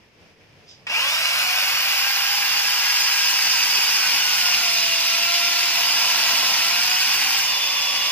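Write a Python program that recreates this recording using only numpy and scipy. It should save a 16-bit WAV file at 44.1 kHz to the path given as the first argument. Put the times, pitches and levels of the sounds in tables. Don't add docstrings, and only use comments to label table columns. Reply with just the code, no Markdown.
import sys
import numpy as np
from scipy import signal
from scipy.fft import rfft, irfft, next_fast_len
from scipy.io import wavfile
from scipy.ndimage import map_coordinates

SR = 44100
rng = np.random.default_rng(int(sys.argv[2]) if len(sys.argv) > 2 else 0)


def transcribe(u):
    v = np.clip(np.atleast_2d(u).T, -1, 1)
    q = np.round(v * 32767).astype(np.int16)
    wavfile.write(sys.argv[1], SR, q)


N = 357651
TIME = np.arange(N) / SR
FFT_SIZE = next_fast_len(N + SR // 2)
BINS_HZ = np.maximum(np.arange(FFT_SIZE // 2 + 1) * SR / FFT_SIZE, 1)
SWITCH_ON_S, JUMP_AT_S = .868, 7.445


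def running():
    # time_s, share_of_speed_lost
    drag = [(2.82,0),(3.51,.067),(3.83,.091),(4.47,.166),(4.79,.214),(4.97,.228),(5.11,.224),(5.27,.208),(5.62,.203),(6.23,.225),(6.57,.244),(6.71,.213),(7.03,.139),(7.19,.122),(7.42,.107),(7.95,.147),(8.11,.136)]
    # time_s, bite (0 free to 1 hardest)
    biting = [(2.3,0.028),(3.3,0.18),(3.7,0.38),(4.5,0.55),(5.15,0.24),(5.6,0.41),(6.35,0.95),(6.9,0.45),(7.4,0.45)]
    top_speed_hz, half_speed_s = 454.5, .109
    age = np.maximum(TIME - SWITCH_ON_S, 1 / SR)
    free_speed = top_speed_hz / (1 + (half_speed_s / age) ** .825)
    sag = in_time(drag)
    after_jump = np.clip((TIME - JUMP_AT_S) / .2 + .5, 0, 1)
    return free_speed * (1 - sag), sag, in_time(biting), after_jump


def chain(turns, state):
    # pitch_hz, width_hz, level_db
    housing_modes = [(1948,180,-10.5),(2396,270,-3.5),(2602,260,-1),(2855,254,-2),(3440,590,-11.5),(3654,85,-7.5)]
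    # pitch_hz, level_db
    swish_spectrum = [(1500,-65),(3400,-15),(3900,-5.5),(4400,0),(5300,4),(6000,-5),(7000,-10),(8500,-38)]
    # pitch_hz, level_db
    ring_spectrum = [(2500,-65),(4500,-19),(4720,-4),(4950,2),(5300,-3.5),(5800,-5.5),(6350,-10),(6850,-12.5),(8300,-34)]
    # time_s, level_db
    ring_levels = [(1.4,-39),(2.1,-32.5),(2.85,-26),(3.5,-24),(5.1,-24.5),(6.3,-23.5),(7.4,-26),(7.53,-27)]
    # pitch_hz, level_db
    grind_spectrum = [(1800,-60),(2900,-12),(3300,4),(4200,4),(4700,-6),(7000,-35)]
    # pitch_hz, level_db
    clatter_spectrum = [(400,-31),(520,-3.5),(620,-1),(740,-2),(860,-23),(1100,1),(1400,8),(1800,-15),(2300,15),(2650,13.5),(3300,-5),(4500,-38)]
    ripple_hz, lowered_s, lowering_s = 100.4, 2.26, .52
    links = contacts(turns * 1.09, uneven_db=4, scrape_s=.00034, sliding_db=9.5)
    slaps = contacts(turns * .27, uneven_db=3.5, scrape_s=.0016, sliding_db=9)
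    surge = 1 + .085 * np.sin(2 * np.pi * ripple_hz * TIME)
    force = surge * links * slaps
    housing = resonate(noise(force), housing_modes)
    housing *= loudness(state, db=-25, speed_db=1, sag_db=5.5, after_jump_db=-1.5)
    swish = loudness(state, db=-27.5, speed_db=3.5, after_jump_db=-3)
    swish *= coloured(noise(force), swish_spectrum)
    ring = from_db(in_time(ring_levels)) * coloured(noise(force), ring_spectrum)
    grind = loudness(state, db=-43.5, sag_db=55, after_jump_db=-1)
    grind *= coloured(noise(force), grind_spectrum)
    held_high = np.clip((lowered_s - TIME) / lowering_s, 0, 1)
    clatter = from_db(-28.5) * held_high * coloured(noise(force), clatter_spectrum)
    return housing + swish + ring + grind + clatter


def whine(turns, state):
    # times_per_turn, level_db
    hum_tones = [(2,0.5)]
    # times_per_turn, level_db
    octave_tones = [(3,-16),(4,0),(6,-8.5),(8,-10)]
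    # times_per_turn, level_db
    gear_tones = [(6.55,-16),(10,-10.5),(12,0),(12.3,-10),(14,-7.5)]
    # time_s, level_db
    hum_levels = [(1.05,-39),(1.33,-43),(1.55,-39),(1.8,-43),(2.2,-40),(3.3,-42.5),(3.85,-48),(4.3,-45.5),(4.6,-40.5),(5.05,-40),(5.4,-36.5),(5.7,-43),(7.35,-40.5),(7.5,-49),(7.8,-41.5)]
    # time_s, level_db
    octave_levels = [(1.05,-38),(1.22,-42),(1.37,-32),(1.7,-42),(2.1,-36.5),(2.95,-34.5),(3.75,-43),(4,-35),(4.5,-36.5),(5,-45),(5.35,-37.5),(5.75,-42),(7.05,-34),(7.2,-45),(7.85,-38.5)]
    # pitch_hz, gain_db
    motor_shell = [(300,-19),(560,-5.5),(690,1),(755,0.5),(820,0),(1030,7),(1180,-0.5),(1400,1.5),(1750,-1.5)]
    # pitch_hz, gain_db
    gear_casing = [(1000,-40),(2050,-18),(2330,9),(2850,9),(3100,1),(3410,4.5),(3620,2),(3750,-7.5),(4100,-5),(4450,-3),(4750,-1.5),(4960,3),(5600,-4)]
    hum = from_db(in_time(hum_levels)) * tones(turns, hum_tones, flutter_db=1.6, flutter_hz=70)
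    octave = from_db(in_time(octave_levels)) * tones(turns, octave_tones, flutter_db=2.2, flutter_hz=70)
    gear = tones(turns, gear_tones, flutter_db=1.6, flutter_hz=150)
    gear *= loudness(state, db=-31.8, speed_db=-3.5, after_jump_db=1.2)
    brief_gap = 1 - np.exp(-((TIME - JUMP_AT_S) / .02) ** 2)
    return brief_gap * (shaped(hum + octave, motor_shell) + shaped(gear, gear_casing))


def cutters(turns, state):
    # pitch_hz, level_db
    rasp_spectrum = [(250,-31),(600,-17),(780,-4.5),(920,-4),(1040,-1),(1220,-2.5),(1420,1.5),(1630,4),(1800,0.5),(2100,0.5),(3700,-6),(9000,-48)]
    # pitch_hz, level_db
    knock_spectrum = [(130,-47),(270,-3),(360,0),(440,1.5),(560,3),(750,9.5),(1020,20),(1300,-3),(2000,-27)]
    # pitch_hz, level_db
    thud_spectrum = [(40,-23),(90,-6),(150,-7.5),(235,-1),(330,-19),(1000,-48)]
    # times_per_turn, level_db
    trunk_tones = [(.7,-5.5),(1,-2.5)]
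    tearing = noise(contacts(turns * .36, uneven_db=.5, scrape_s=.001, sliding_db=4.5))
    gripped = np.clip(state[1] / .11, 0, 1)
    drone = gripped * tones(turns, trunk_tones, flutter_db=4.5, flutter_hz=45)
    drone *= loudness(state, db=-52.5, bite_db=-2, after_jump_db=-7)
    rasp = coloured(tearing, rasp_spectrum)
    rasp *= loudness(state, db=-29.5, speed_db=.5, sag_db=-24, bite_db=4, after_jump_db=-5.5)
    knock = loudness(state, db=-50.5, bite_db=12.5, after_jump_db=5) * coloured(tearing, knock_spectrum)
    thud = loudness(state, db=-65, bite_db=13.5, after_jump_db=-1) * coloured(tearing, thud_spectrum)
    return rasp + knock + thud + drone


def growl(turns):
    # pitch_hz, level_db
    growl_spectrum = [(420,-31),(520,-3),(620,-23),(760,4.5),(900,1),(1120,2),(1280,-5),(1550,5),(2000,-25)]
    start_s, end_s, fade_s = 5.68, 6.72, .12
    digging = np.clip(np.minimum(TIME - start_s, end_s - TIME) / fade_s, 0, 1)
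    jolts = contacts(turns * .18, uneven_db=2, scrape_s=.004, sliding_db=-3)
    return from_db(-36) * digging * coloured(noise(jolts), growl_spectrum)


def fan(turns, state):
    # pitch_hz, level_db
    hiss_spectrum = [(400,-40),(2000,0),(6500,0.5),(8000,-1),(9700,-3.5),(10400,-2),(11500,0),(12500,-3),(13600,3.3),(15500,0)]
    spatter = contacts(turns * .7, uneven_db=3.5, scrape_s=.0006, sliding_db=3.5)
    hiss = coloured(noise(spatter), hiss_spectrum)
    hiss *= loudness(state, db=-27.6, speed_db=8, bite_db=3.5, after_jump_db=-4.5)
    roar = drift(130) * np.sin(2 * np.pi * 2.35 * turns)
    roar *= loudness(state, db=-45.5, sag_db=-17, bite_db=10)
    return hiss + shaped(roar, [(300, -30), (550, -4.5)])


def loose_chain():
    # peak_s, level_db
    touch_times = [(.69,0),(.717,-2)]
    # pitch_hz, width_hz, level_db
    bar_modes = [(2630,130,-15),(3700,600,-14),(4690,100,-13),(4950,100,0),(5180,140,-8),(5700,700,-16)]
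    # pitch_hz, gain_db
    steel_treble = [(6200,0),(7500,-5),(10000,-20)]
    # peak_s, level_db
    jerk_times = [(.868,0),(.897,-1)]
    touches = sum(from_db(db) * burst(s, rise_s=.015, fade_s=.26) for s, db in touch_times)
    clink = coloured(resonate(touches, bar_modes), steel_treble)
    jerks = sum(from_db(db) * burst(s, rise_s=.00038, fade_s=.06) for s, db in jerk_times)
    snatch = resonate(jerks, [(900, 1100, -9), (2570, 180, 9.5), (5200, 640, -6)])
    return from_db(-67.5) * clink + from_db(-50.5) * coloured(snatch, [(200, -25), (650, 0)])


def outdoors(x):
    # pitch_hz, lead_radians
    left_lead = [(50,0.5),(700,0.01),(1640,0.49),(2600,1.15),(4400,1.25),(4850,2.5),(5430,3.5),(6700,3),(9000,1.5),(12500,3),(14000,3.5)]
    # pitch_hz, gain_db
    balance = [(100,-1.5),(1200,-0.9),(2700,0.5),(4800,-5.5),(5800,2.5),(9000,-1),(14000,-0.5)]
    # pitch_hz, level_db
    scatter = [(100,-13),(700,-8.5),(1500,-5.5),(2900,-3),(3900,2.5),(5200,-3.5),(7200,2),(8700,-5),(14000,7)]
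    echoes = np.zeros((2, N))
    shiftable = signal.hilbert(x, FFT_SIZE)[:N]
    lags_s = np.geomspace(.003, .03, num=20)
    for k, lag in enumerate((lags_s * SR).astype(int)):
        shift_hz = 11 * rng.uniform(-1, 1)
        shifted = np.real(shiftable * np.exp(2j * np.pi * (shift_hz * TIME + rng.random())))
        echoes[k % 2, lag:] += from_db(-60 * lag / SR / .35) * shifted[:-lag]
    echo_share = from_db(per_bin(scatter))
    sides = np.array([[1], [-1]])
    gain = from_db(sides * per_bin(balance) / 2) / np.sqrt(1 + echo_share ** 2)
    direct = filtered(x, gain * np.exp(.5j * sides * per_bin(left_lead)))
    return direct + filtered(rms_one(echoes) * np.std(x), gain * echo_share)


def move_to_trunk(stereo):
    # time_s, delay_s
    right_delay = [(1.15,.00008),(1.7,.00004),(2.3,.00002),(3.2,0)]
    left, right = stereo
    return np.array([left, map_coordinates(right, [(TIME - in_time(right_delay)) * SR], order=5)])


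def surroundings():
    # pitch_hz, level_db
    wash_spectrum = [(25,-18),(50,-16.5),(100,-5),(170,-5.5),(260,-13),(445,-10),(1300,-24.5),(2400,-22),(4100,-34.5),(5200,-30),(7700,-47),(15500,-52)]
    middle, left, right = (coloured(noise(), wash_spectrum) for _ in range(3))
    apart = shaped(np.array([left, right]), [(300, -6), (3000, 10)])
    return from_db(-57 + 1.1 * drift(6.8)) * (middle + apart)


def loudness(state, db, speed_db=0, sag_db=0, bite_db=0, after_jump_db=0):
    speed, sag, bite, after_jump = state
    cruise_hz = 360
    doublings = np.maximum(np.log2(speed / cruise_hz), -2)
    return from_db(db + speed_db * doublings + sag_db * sag + bite_db * bite + after_jump_db * after_jump)


def contacts(passes, uneven_db, scrape_s, sliding_db):
    uneven_passes = np.maximum.accumulate(passes + .25 * drift(300))
    hits = np.flatnonzero(np.diff(np.floor(uneven_passes)) > 0)
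    knocks = np.zeros(N)
    knocks[hits] = from_db(uneven_db * rng.uniform(-2, 2, len(hits)))
    scrapes = signal.lfilter([1], [1, -np.exp(-1 / (scrape_s * SR))], knocks + 1e-18)
    return np.sqrt(rms_one(scrapes) ** 2 + from_db(sliding_db) ** 2)


def tones(turns, rows, flutter_db, flutter_hz):
    return sum(from_db(db + flutter_db * drift(flutter_hz))
               * np.sin(2 * np.pi * (per_turn * turns + rng.random())) for per_turn, db in rows)


def resonate(x, modes):
    ringing = 0
    for k, (hz, width, db) in enumerate(modes):
        r = np.exp(-np.pi * width / SR)
        poles = [1, -2 * r * np.cos(2 * np.pi * hz / SR), r * r]
        ringing += (-1) ** k * from_db(db) * (1 - r * r) / 2 * signal.lfilter([1, 0, -1], poles, x)
    return rms_one(ringing)


def burst(peak_s, rise_s, fade_s):
    age = TIME - peak_s
    return noise(np.exp(np.minimum(age, 0) / rise_s) * from_db(-60 * np.maximum(age, 0) / fade_s))


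def noise(strength=1):
    return strength * rng.standard_normal(N)


def drift(rate_hz):
    return rms_one(filtered(rng.standard_normal(FFT_SIZE), 1 / (1 + (BINS_HZ / rate_hz) ** 2)))


def coloured(x, spectrum):
    return rms_one(shaped(x, spectrum))


def shaped(x, spectrum):
    return filtered(x, from_db(per_bin(spectrum)))


def filtered(x, response):
    return irfft(rfft(x, FFT_SIZE) * response, FFT_SIZE)[..., :N]


def per_bin(rows):
    hz, value = np.transpose(rows)
    return np.interp(np.log(BINS_HZ), np.log(hz), value)


def in_time(rows):
    return np.interp(TIME, *np.transpose(rows))


def rms_one(x):
    return x / np.sqrt(np.mean(x ** 2) + 1e-20)


def from_db(db):
    return 10 ** (np.asarray(db) / 20)


def scene():
    state = running()
    speed_hz = state[0] * (1 - .244 * (TIME > JUMP_AT_S))
    tremble = 1 + .001 * drift(25)
    turns = np.cumsum(speed_hz * tremble) / SR
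    tool = (whine(turns, state) + chain(turns, state) + cutters(turns, state)
            + growl(turns) + fan(turns, state))
    get_going = 1 - np.exp(-np.maximum(TIME - SWITCH_ON_S, 0) / .032)
    return move_to_trunk(outdoors(tool * get_going + loose_chain())) + surroundings()


def record(dry):
    return signal.sosfilt(signal.ellip(12, .1, 85, 15450, fs=SR, output="sos"), dry)


dry = scene()
out = record(dry)
transcribe(out)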